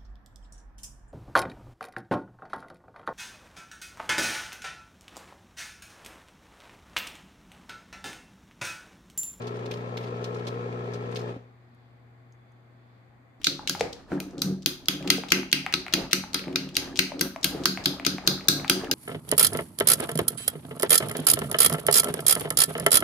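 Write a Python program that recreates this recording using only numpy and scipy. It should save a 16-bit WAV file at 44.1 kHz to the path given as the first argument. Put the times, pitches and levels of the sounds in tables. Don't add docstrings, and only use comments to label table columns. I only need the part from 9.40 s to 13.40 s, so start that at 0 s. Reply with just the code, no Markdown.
import sys
import numpy as np
from scipy import signal
from scipy.fft import rfft, irfft
from scipy.io import wavfile

SR = 44100
rng = np.random.default_rng(int(sys.argv[2]) if len(sys.argv) > 2 else 0)


def linear_from_db(decibels):
    return 10 ** (np.asarray(decibels, float) / 20)


def to_wav(sig):
    pcm = np.clip(np.atleast_2d(sig), -1, 1) * 32767
    pcm = np.round(pcm).astype(np.int16)
    wavfile.write(sys.argv[1], SR, pcm.T)


N = 176400

MAINS_HZ, STROKE_AT_S = 60.0, 0.009
MIC_LOW_CUT_HZ, MIC_TOP_CUT_HZ = 62, 15750

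# frequency in Hz, relative level in dB per Hz.
ROOM_COLOUR = [(24, -49), (45, -10), (75, -13.5), (140, -12), (170, -15.5), (260, -11), (340, -19),
               (410, -21.5), (450, -17), (590, -20), (800, -18), (940, -22.5), (1110, -21.5), (1400, -23.5),
               (2050, -24), (2450, -29), (2750, -37), (3470, -39), (3900, -41.5), (4700, -40.5),
               (5300, -54.5), (6500, -47.5), (8200, -50), (9500, -56), (12500, -51), (15800, -53)]
# frequency in Hz, likeness from -1 to 1.
ROOM_LIKENESS = [(60, 0.48), (130, 0.81), (290, 0.69), (640, 0.23), (1410, -0.091), (3100, -0.051),
                 (6820, -0.061), (15000, -0.075)]
# frequency in Hz, left over right in dB.
ROOM_BALANCE = [(60, -3.5), (180, -0.5), (550, 3.5), (1650, 0), (4970, 4.5), (15000, 0.5)]
ROOM_DB = -60
# centre in Hz, width in Hz, level in dB, flicker in dB.
ROOM_WHISTLES = [(814, 41, -76, 1), (2070, 50, -94, -1), (1103, 32, -79, 0), (666, 28, -76, 1)]
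# time in seconds, level in dB.
WHINE_LEVEL = [(0, -99), (2.2, -97), (2.45, -81), (2.7, -91), (3.0, -84), (3.1, -82), (3.3, -88),
               (3.45, -82), (3.6, -83), (3.75, -90), (3.82, -100), (3.92, -84), (4, -87)]
WHINE_HZ, WHINE_WIDTH_HZ = 3480, 90
# time in seconds, level in dB.
UPPER_HISS_LEVEL = [(0, -97), (2.2, -81), (2.45, -78), (2.65, -85), (3.0, -86), (3.3, -83), (3.55, -77.5),
                    (3.7, -86), (4, -99)]

# multiple of mains, level in dB rms, left over right in dB, wander in dB.
HUM_ORDERS = [(2, -56, 3, 1.6), (4, -73.5, 1.8, 1.5), (6, -73, 2, 0)]
# time in seconds, level in dB.
HUM_SWELL = [(2.2, -62.5), (3.072, -63.5), (3.142, -62), (3.598, -65), (3.622, -66), (4.0, -65.5)]

# start in seconds, level in dB, centre in Hz, left over right in dB.
TICKS = [(2.3468, -67, 11000, 12), (2.9225, -58.5, 6000, -1), (2.933, -72, 6500, 14), (2.946, -72, 6600, 2),
         (3.119, -68, 10100, 10)]
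# frequency in Hz, level in dB, 60 dB decay in seconds.
TICK_MODES = [(5200, -3, .012), (6158, 0, .025), (6600, -3, .03), (8016, -9, .016), (9900, -8, .01),
              (10800, -4, .012), (11700, -6, .01)]
TICK_OFF_DB_PER_OCT, TICK_CONTACT_S = 14, 0.0012

KNOCK_S, KNOCK_DB, KNOCK_HZ, KNOCK_T60_S = 1.963, -30, 264, 0.053

# start in seconds, level in dB, hold in seconds, centre in Hz.
SPITS = [(0.018, -57.5, 0.0057, 3700), (0.069, -50.5, 0.013, 3270), (0.166, -61.5, 0.0054, 3980),
         (0.257, -50.5, 0.0059, 3230), (.311, -42, 0.0059, 2820), (0.337, -50.5, 0.0052, 3400),
         (0.371, -58, 0.004, 3970), (0.57, -42.5, 0.0073, 2700), (0.61, -57, 0.005, 2570),
         (0.629, -55.5, 0.019, 2920), (0.841, -44.5, 0.0063, 3550), (0.944, -55.5, 0.0065, 4040),
         (0.965, -61.5, 0.0074, 3960), (1.068, -45, 0.016, 3300), (1.535, -51, 0.01, 3950),
         (1.713, -61, 0.0057, 5800), (1.747, -55, 0.004, 5470), (1.757, -42.5, 0.013, 3300),
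         (1.789, -55, 0.012, 4200), (1.81, -58, 0.0085, 3600)]
# frequency in Hz, 60 dB decay in seconds.
SPIT_RINGS = [(1700, 0.09), (2250, 0.11), (3600, 0.0069), (4250, 0.054), (5140, 0.017), (6150, 0.0095)]
SPIT_RISE_S, SPIT_FALL_S, SPIT_TAIL_DB, SPIT_TAIL_S = 0.0014, 0.0041, -5, 0.023
SPIT_WIDTH_OCT, SPIT_GRAIN_DB, SPIT_RING_DB = 1.19, 1.5, -6.5
FIZZ_DB, FIZZ_LOW_HZ, FIZZ_HIGH_HZ, FIZZ_TAIL_DB, FIZZ_TAIL_S = -19.5, 11000, 16300, -2, 0.04
SPIT_HITS_PER_S, SPIT_HIT_DB, SPIT_HIT_SPREAD_DB = 600, 13, 2.5

# time in seconds, gain in dB.
RATTLE_GAIN = [(0, 2.5), (.6, 2), (.8, 3), (1.2, 2), (1.6, 2.5), (1.9, 3.5), (1.95, -5.5), (2.0, -11.5),
               (2.06, -17), (2.15, -30), (2.3, -71), (4, -79)]
# time in seconds, gain in dB.
TONE_GAIN = [(0, -1.5), (1.0, 0.2), (1.9, 0.5), (1.94, -5), (1.98, -14), (2.05, -21.5), (2.2, -57),
             (4, -85)]
# time in seconds, gain in dB.
BLOW_GAIN = [(0, 4.5), (.3, 1.5), (.6, 2.5), (.8, 3.5), (1.2, 4), (1.5, 2), (1.9, -1), (1.97, 4.5),
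             (2.05, -24)]
# frequency in Hz, relative level in dB per Hz.
RATTLE_COLOUR = [(24, -60), (45, -14), (80, -22.5), (110, -25.5), (150, -15.5), (190, -21), (242, -15.5),
                 (290, -12.5), (340, -29), (400, -5.5), (480, -9), (600, -12.5), (700, -20), (760, -18),
                 (1050, -16.5), (1180, -19.5), (1320, -18), (1500, -33.5), (1660, -25.5), (2300, -27.5),
                 (3000, -34), (4200, -38.5), (5600, -46.5), (6200, -46.5), (8000, -50), (10500, -72),
                 (12500, -66.5), (15800, -59)]
RATTLE_DB = -42.5
# frequency in Hz, share from 0 to 1.
STROKE_DEPTH = [(100, 0.13), (400, 0.28), (1000, 0.4), (2200, 0.28), (5000, 0.095), (15000, 0.15)]
# frequency in Hz, likeness from -1 to 1.
PUMP_LIKENESS = [(60, 0.15), (130, 0.95), (290, 0.8), (640, 0.45), (1410, 0.3), (3100, 0.15), (6820, 0.35),
                 (15000, 0.4)]
# frequency in Hz, left over right in dB.
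PUMP_BALANCE = [(60, 7), (130, -9), (290, 0.5), (640, 3), (1410, 6), (3100, -2), (6820, 5.5), (15000, 7)]
# frequency in Hz, lag of the right in radians.
PUMP_LEAD = [(0, 0), (690, 0.5), (1810, 7), (3010, 16.5), (3620, 20), (4220, 16.5), (4480, 19),
             (5080, 17.5), (6800, 21), (9470, 21.5), (10300, 21.5), (12500, 18.5), (14600, 27), (15300, 20)]
CHATTER_DB, CHATTER_SPREAD_DB, RETURN_DB = -58, 4.5, -3
CHATTER_FALL_S, CHATTER_JITTER_S, CHATTER_LOW_HZ, CHATTER_HIGH_HZ = 0.0076, 0.001, 680, 3380
# multiple of mains, level in dB rms ahead of the gain, left over right in dB, wander in dB.
PUMP_ORDERS = [(1, -87, 3, 2), (2, -39.5, 1.2, 0), (3, -47.5, -2, -0.5), (3.5, -59.5, -11, 4.5),
               (4, -48.5, 3.5, -1.5), (4.5, -56, -1, 2), (5, -71, -25, 9.5), (6, -50, -5.5, 5),
               (7, -48.5, 8, 3.5), (8, -50.5, 13, 3.5), (9, -81, 5, 16.5), (10, -71.5, 13, 3.5),
               (11, -58, -3, 4), (12, -58.5, -5, 2), (14, -64.5, -6, -2)]
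# frequency in Hz, level in dB ahead of the gains, 60 dB decay in seconds.
HOUSING = [(387, -49, 0.055), (403.4, -40.5, 0.073), (450, -42, 0.07), (483, -46.5, 0.077),
           (711, -55, 0.05), (1069, -47.5, 0.098), (1306, -48, 0.087), (1406, -62, 0.25),
           (1650, -63.5, 0.11), (2213, -55, 0.075)]
BLOW_SPREAD_DB, BLOW_JITTER_S, BLOW_LOW_CUT_HZ = 1.5, 0.000778, 310


def rms_one(x):
    return x / np.sqrt(np.mean(x ** 2) + 1e-20)


def in_time(rows):
    return np.interp(np.arange(N) / SR, *np.transpose(rows))


def at_hz(points, hz):
    table_hz, values = np.transpose(points)
    return np.interp(np.log(hz), np.log(table_hz), values)


def pan(x, db):
    return x * linear_from_db(np.array([[db / 2], [-db / 2]]))


def two_ears(x):
    hz = np.fft.rfftfreq(len(x), 1 / SR)
    lag = np.interp(hz, *np.transpose(PUMP_LEAD))
    return np.array([x, irfft(rfft(x) * np.exp(-1j * lag), len(x))])


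def drift(rate):
    r = np.exp(-2 * np.pi * rate * 40 / SR)
    white = rng.standard_normal(N // 40 + 2002)
    slow = signal.lfilter([1], [1, -2 * r, r * r], white)[2000:]
    return np.interp(np.arange(N) / 40, np.arange(len(slow)), rms_one(slow))


def ring(clicks, hz, t60):
    r, w = linear_from_db(-60 / (t60 * SR)), 2 * np.pi * hz / SR
    return signal.lfilter([0, np.sin(w)], [1, -2 * r * np.cos(w), r * r], clicks + 1e-18)


def band(x, low_hz, high_hz):
    edges = [low_hz, min(high_hz, 0.45 * SR)]
    return signal.sosfilt(signal.butter(2, edges, "band", fs=SR, output="sos"), x)


def stroke_phase():
    return 2 * np.pi * MAINS_HZ * (np.arange(N) / SR - STROKE_AT_S)


def tones(orders, rate):
    out = 0
    for order, db, side_db, wander_db in orders:
        level = np.sqrt(2) * linear_from_db(db + min(wander_db, 3) * np.tanh(drift(rate)))
        phase = order * stroke_phase() + 0.25 * wander_db * drift(rate)
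        polarity = [[1], [-1 if order < 2 else 1]]
        out = out + pan(-level * np.cos(phase), side_db) * polarity
    return out


def banded_noise(colour, likeness, balance, lead, depth, patchy_db):
    hz = np.maximum(np.fft.rfftfreq(N, 1 / SR), 1)
    common, opposed = rfft(rng.standard_normal((2, N)))
    alike = np.clip(at_hz(likeness, hz), -1, 1)
    lag = np.array([np.ones_like(hz), np.exp(-1j * np.interp(hz, *np.transpose(lead)))])
    stereo = np.sqrt(1 + alike) * common * lag + np.sqrt(1 - alike) * opposed * [[1], [-1]]
    lean_db = at_hz(balance, hz) * np.array([[0.5], [-0.5]])
    spectrum = stereo * linear_from_db(at_hz(colour, hz) + lean_db)
    out, together, pulse = 0, drift(0.67), np.cos(stroke_phase())
    for centre in 40 * 2 ** np.arange(0, 9.1, 0.5):
        share = np.clip(1 - 2 * np.abs(np.log2(hz / centre)), 0, 1)
        flicker = linear_from_db(patchy_db * (0.5 * together + drift(6.0)))
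        pulsing = 1 + np.clip(at_hz(depth, centre), 0, 1) * pulse
        out = out + flicker * pulsing * irfft(spectrum * share, N)
    return rms_one(out)


def room_noise():
    no_lead, no_pulse = [(0, 0), (SR, 0)], [(100, 0), (10000, 0)]
    return linear_from_db(ROOM_DB) * banded_noise(ROOM_COLOUR, ROOM_LIKENESS, ROOM_BALANCE, no_lead, no_pulse, patchy_db=0.2)


def room_whistles():
    out = 0
    for hz, width, db, flicker_db in ROOM_WHISTLES:
        hiss = rms_one(band(rng.standard_normal((2, N)), hz - width / 2, hz + width / 2))
        out = out + linear_from_db(db + flicker_db * drift(2.3)) * hiss
    return out


def high_whine():
    white = rng.standard_normal((2, N))
    narrow = band(white, WHINE_HZ - WHINE_WIDTH_HZ / 2, WHINE_HZ + WHINE_WIDTH_HZ / 2)
    return linear_from_db(in_time(WHINE_LEVEL)) * rms_one(narrow)


def upper_hiss():
    white = rng.standard_normal((2, N))
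    return linear_from_db(in_time(UPPER_HISS_LEVEL)) * rms_one(band(band(white, 2800, 5000), 2800, 5000))


def appliance_hum():
    swell_db = in_time(HUM_SWELL)
    return linear_from_db(swell_db - swell_db.mean()) * tones(HUM_ORDERS, rate=1.7)


def ticks():
    out = 0
    for start_s, db, centre_hz, side_db in TICKS:
        touch = np.hanning(int(2 * TICK_CONTACT_S * SR))
        rough = touch * rng.standard_normal(len(touch)) / np.sqrt(np.sum(touch ** 2))
        click = np.zeros(N)
        i = int(start_s * SR)
        click[i:i + len(touch)] = rough
        tick = 0
        for hz, mode_db, t60 in TICK_MODES:
            off_db = TICK_OFF_DB_PER_OCT * abs(np.log2(hz / centre_hz))
            tick = tick + linear_from_db(db + mode_db - off_db + rng.normal(0, 1.6)) * ring(click, hz, t60)
        out = out + pan(tick, side_db)
    return out


def knock():
    click = np.zeros(N)
    click[int(KNOCK_S * SR)] = linear_from_db(KNOCK_DB)
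    return ring(click, KNOCK_HZ, KNOCK_T60_S) + 0.42 * ring(click, 2 * KNOCK_HZ, KNOCK_T60_S)


def spits():
    out, t = np.zeros((2, N)), np.arange(int(0.2 * SR)) / SR
    for start_s, db, hold, hz in SPITS:
        after, rise = np.maximum(t - hold, 0), np.minimum(t / SPIT_RISE_S, 1)
        fall = np.exp(-after / SPIT_FALL_S)
        shape = rise * (fall + linear_from_db(SPIT_TAIL_DB) * np.exp(-after / SPIT_TAIL_S))
        linger = rise * (fall + linear_from_db(FIZZ_TAIL_DB) * np.exp(-after / FIZZ_TAIL_S))
        white, rough = rng.standard_normal((2, len(t))), rng.standard_normal(len(t))
        hit = rng.random(len(t)) < SPIT_HITS_PER_S / SR
        hit_level = linear_from_db(SPIT_HIT_DB + SPIT_HIT_SPREAD_DB * rng.standard_normal(len(t)))
        white = white + two_ears(hit * hit_level * np.sign(rough))
        grain = linear_from_db(SPIT_GRAIN_DB * rms_one(band(rough, 44, 296)))
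        half_width = 2 ** (SPIT_WIDTH_OCT / 2)
        body = rms_one(band(white, hz / half_width, hz * half_width))
        rings = 0
        for mode_hz, t60 in SPIT_RINGS:
            mode_db = rng.standard_normal() - 10 * abs(np.log2(mode_hz / hz))
            rings = rings + linear_from_db(mode_db) * ring(white, mode_hz, t60)
        body = body + linear_from_db(SPIT_RING_DB) * rms_one(rings)
        fizz = linear_from_db(FIZZ_DB) * rms_one(band(white, FIZZ_LOW_HZ, FIZZ_HIGH_HZ))
        i = int(start_s * SR)
        out[:, i:i + len(t)] += linear_from_db(db) * (shape * grain * body + linger * fizz)
    return out


def rattle():
    noise = banded_noise(RATTLE_COLOUR, PUMP_LIKENESS, PUMP_BALANCE, PUMP_LEAD, STROKE_DEPTH, patchy_db=-0.25)
    return linear_from_db(RATTLE_DB) * noise


def chatter():
    at = np.arange(STROKE_AT_S, N / SR - 0.02, 0.5 / MAINS_HZ)
    late, strength = rng.standard_normal((2, len(at)))
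    is_return = np.arange(len(at)) % 2
    i = np.clip((at + CHATTER_JITTER_S * late) * SR, 0, N - 1).astype(int)
    clicks = np.zeros(N)
    clicks[i] = linear_from_db(CHATTER_SPREAD_DB * strength + RETURN_DB * is_return)
    bursts = signal.lfilter([1], [1, -np.exp(-1 / (CHATTER_FALL_S * SR))], clicks + 1e-18)
    hiss = band(bursts * rng.standard_normal((2, N)), CHATTER_LOW_HZ, CHATTER_HIGH_HZ)
    return linear_from_db(CHATTER_DB) * rms_one(hiss)


def piston_blows():
    at = np.arange(STROKE_AT_S, N / SR - 0.02, 1 / MAINS_HZ)
    out = 0
    for hz, db, t60 in HOUSING:
        late, strength = rng.standard_normal((2, len(at)))
        i = np.clip((at + BLOW_JITTER_S * late) * SR, 0, N - 1).astype(int)
        clicks = np.zeros(N)
        clicks[i] = -linear_from_db(db + BLOW_SPREAD_DB * strength)
        out = out + pan(two_ears(ring(clicks, hz, t60)), at_hz(PUMP_BALANCE, hz))
    return signal.sosfilt(signal.butter(4, BLOW_LOW_CUT_HZ, "high", fs=SR, output="sos"), out)


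def pump():
    noisy = linear_from_db(in_time(RATTLE_GAIN)) * (rattle() + chatter())
    blows = linear_from_db(in_time(BLOW_GAIN)) * piston_blows()
    return noisy + linear_from_db(in_time(TONE_GAIN)) * (blows + tones(PUMP_ORDERS, rate=3.8))


def scene():
    room = room_noise() + room_whistles() + high_whine() + upper_hiss()
    return room + appliance_hum() + ticks() + knock() + spits() + pump()


def low_pass(x):
    return signal.sosfilt(signal.butter(12, 15800, fs=SR, output="sos"), x)


def record(dry):
    low_cut = signal.butter(4, MIC_LOW_CUT_HZ, "high", fs=SR, output="sos")
    top_cut = signal.cheby2(14, 50, MIC_TOP_CUT_HZ, fs=SR, output="sos")
    mix = signal.sosfilt(top_cut, signal.sosfilt(low_cut, dry))
    return low_pass(mix)


dry = scene()
out = record(dry)
to_wav(out)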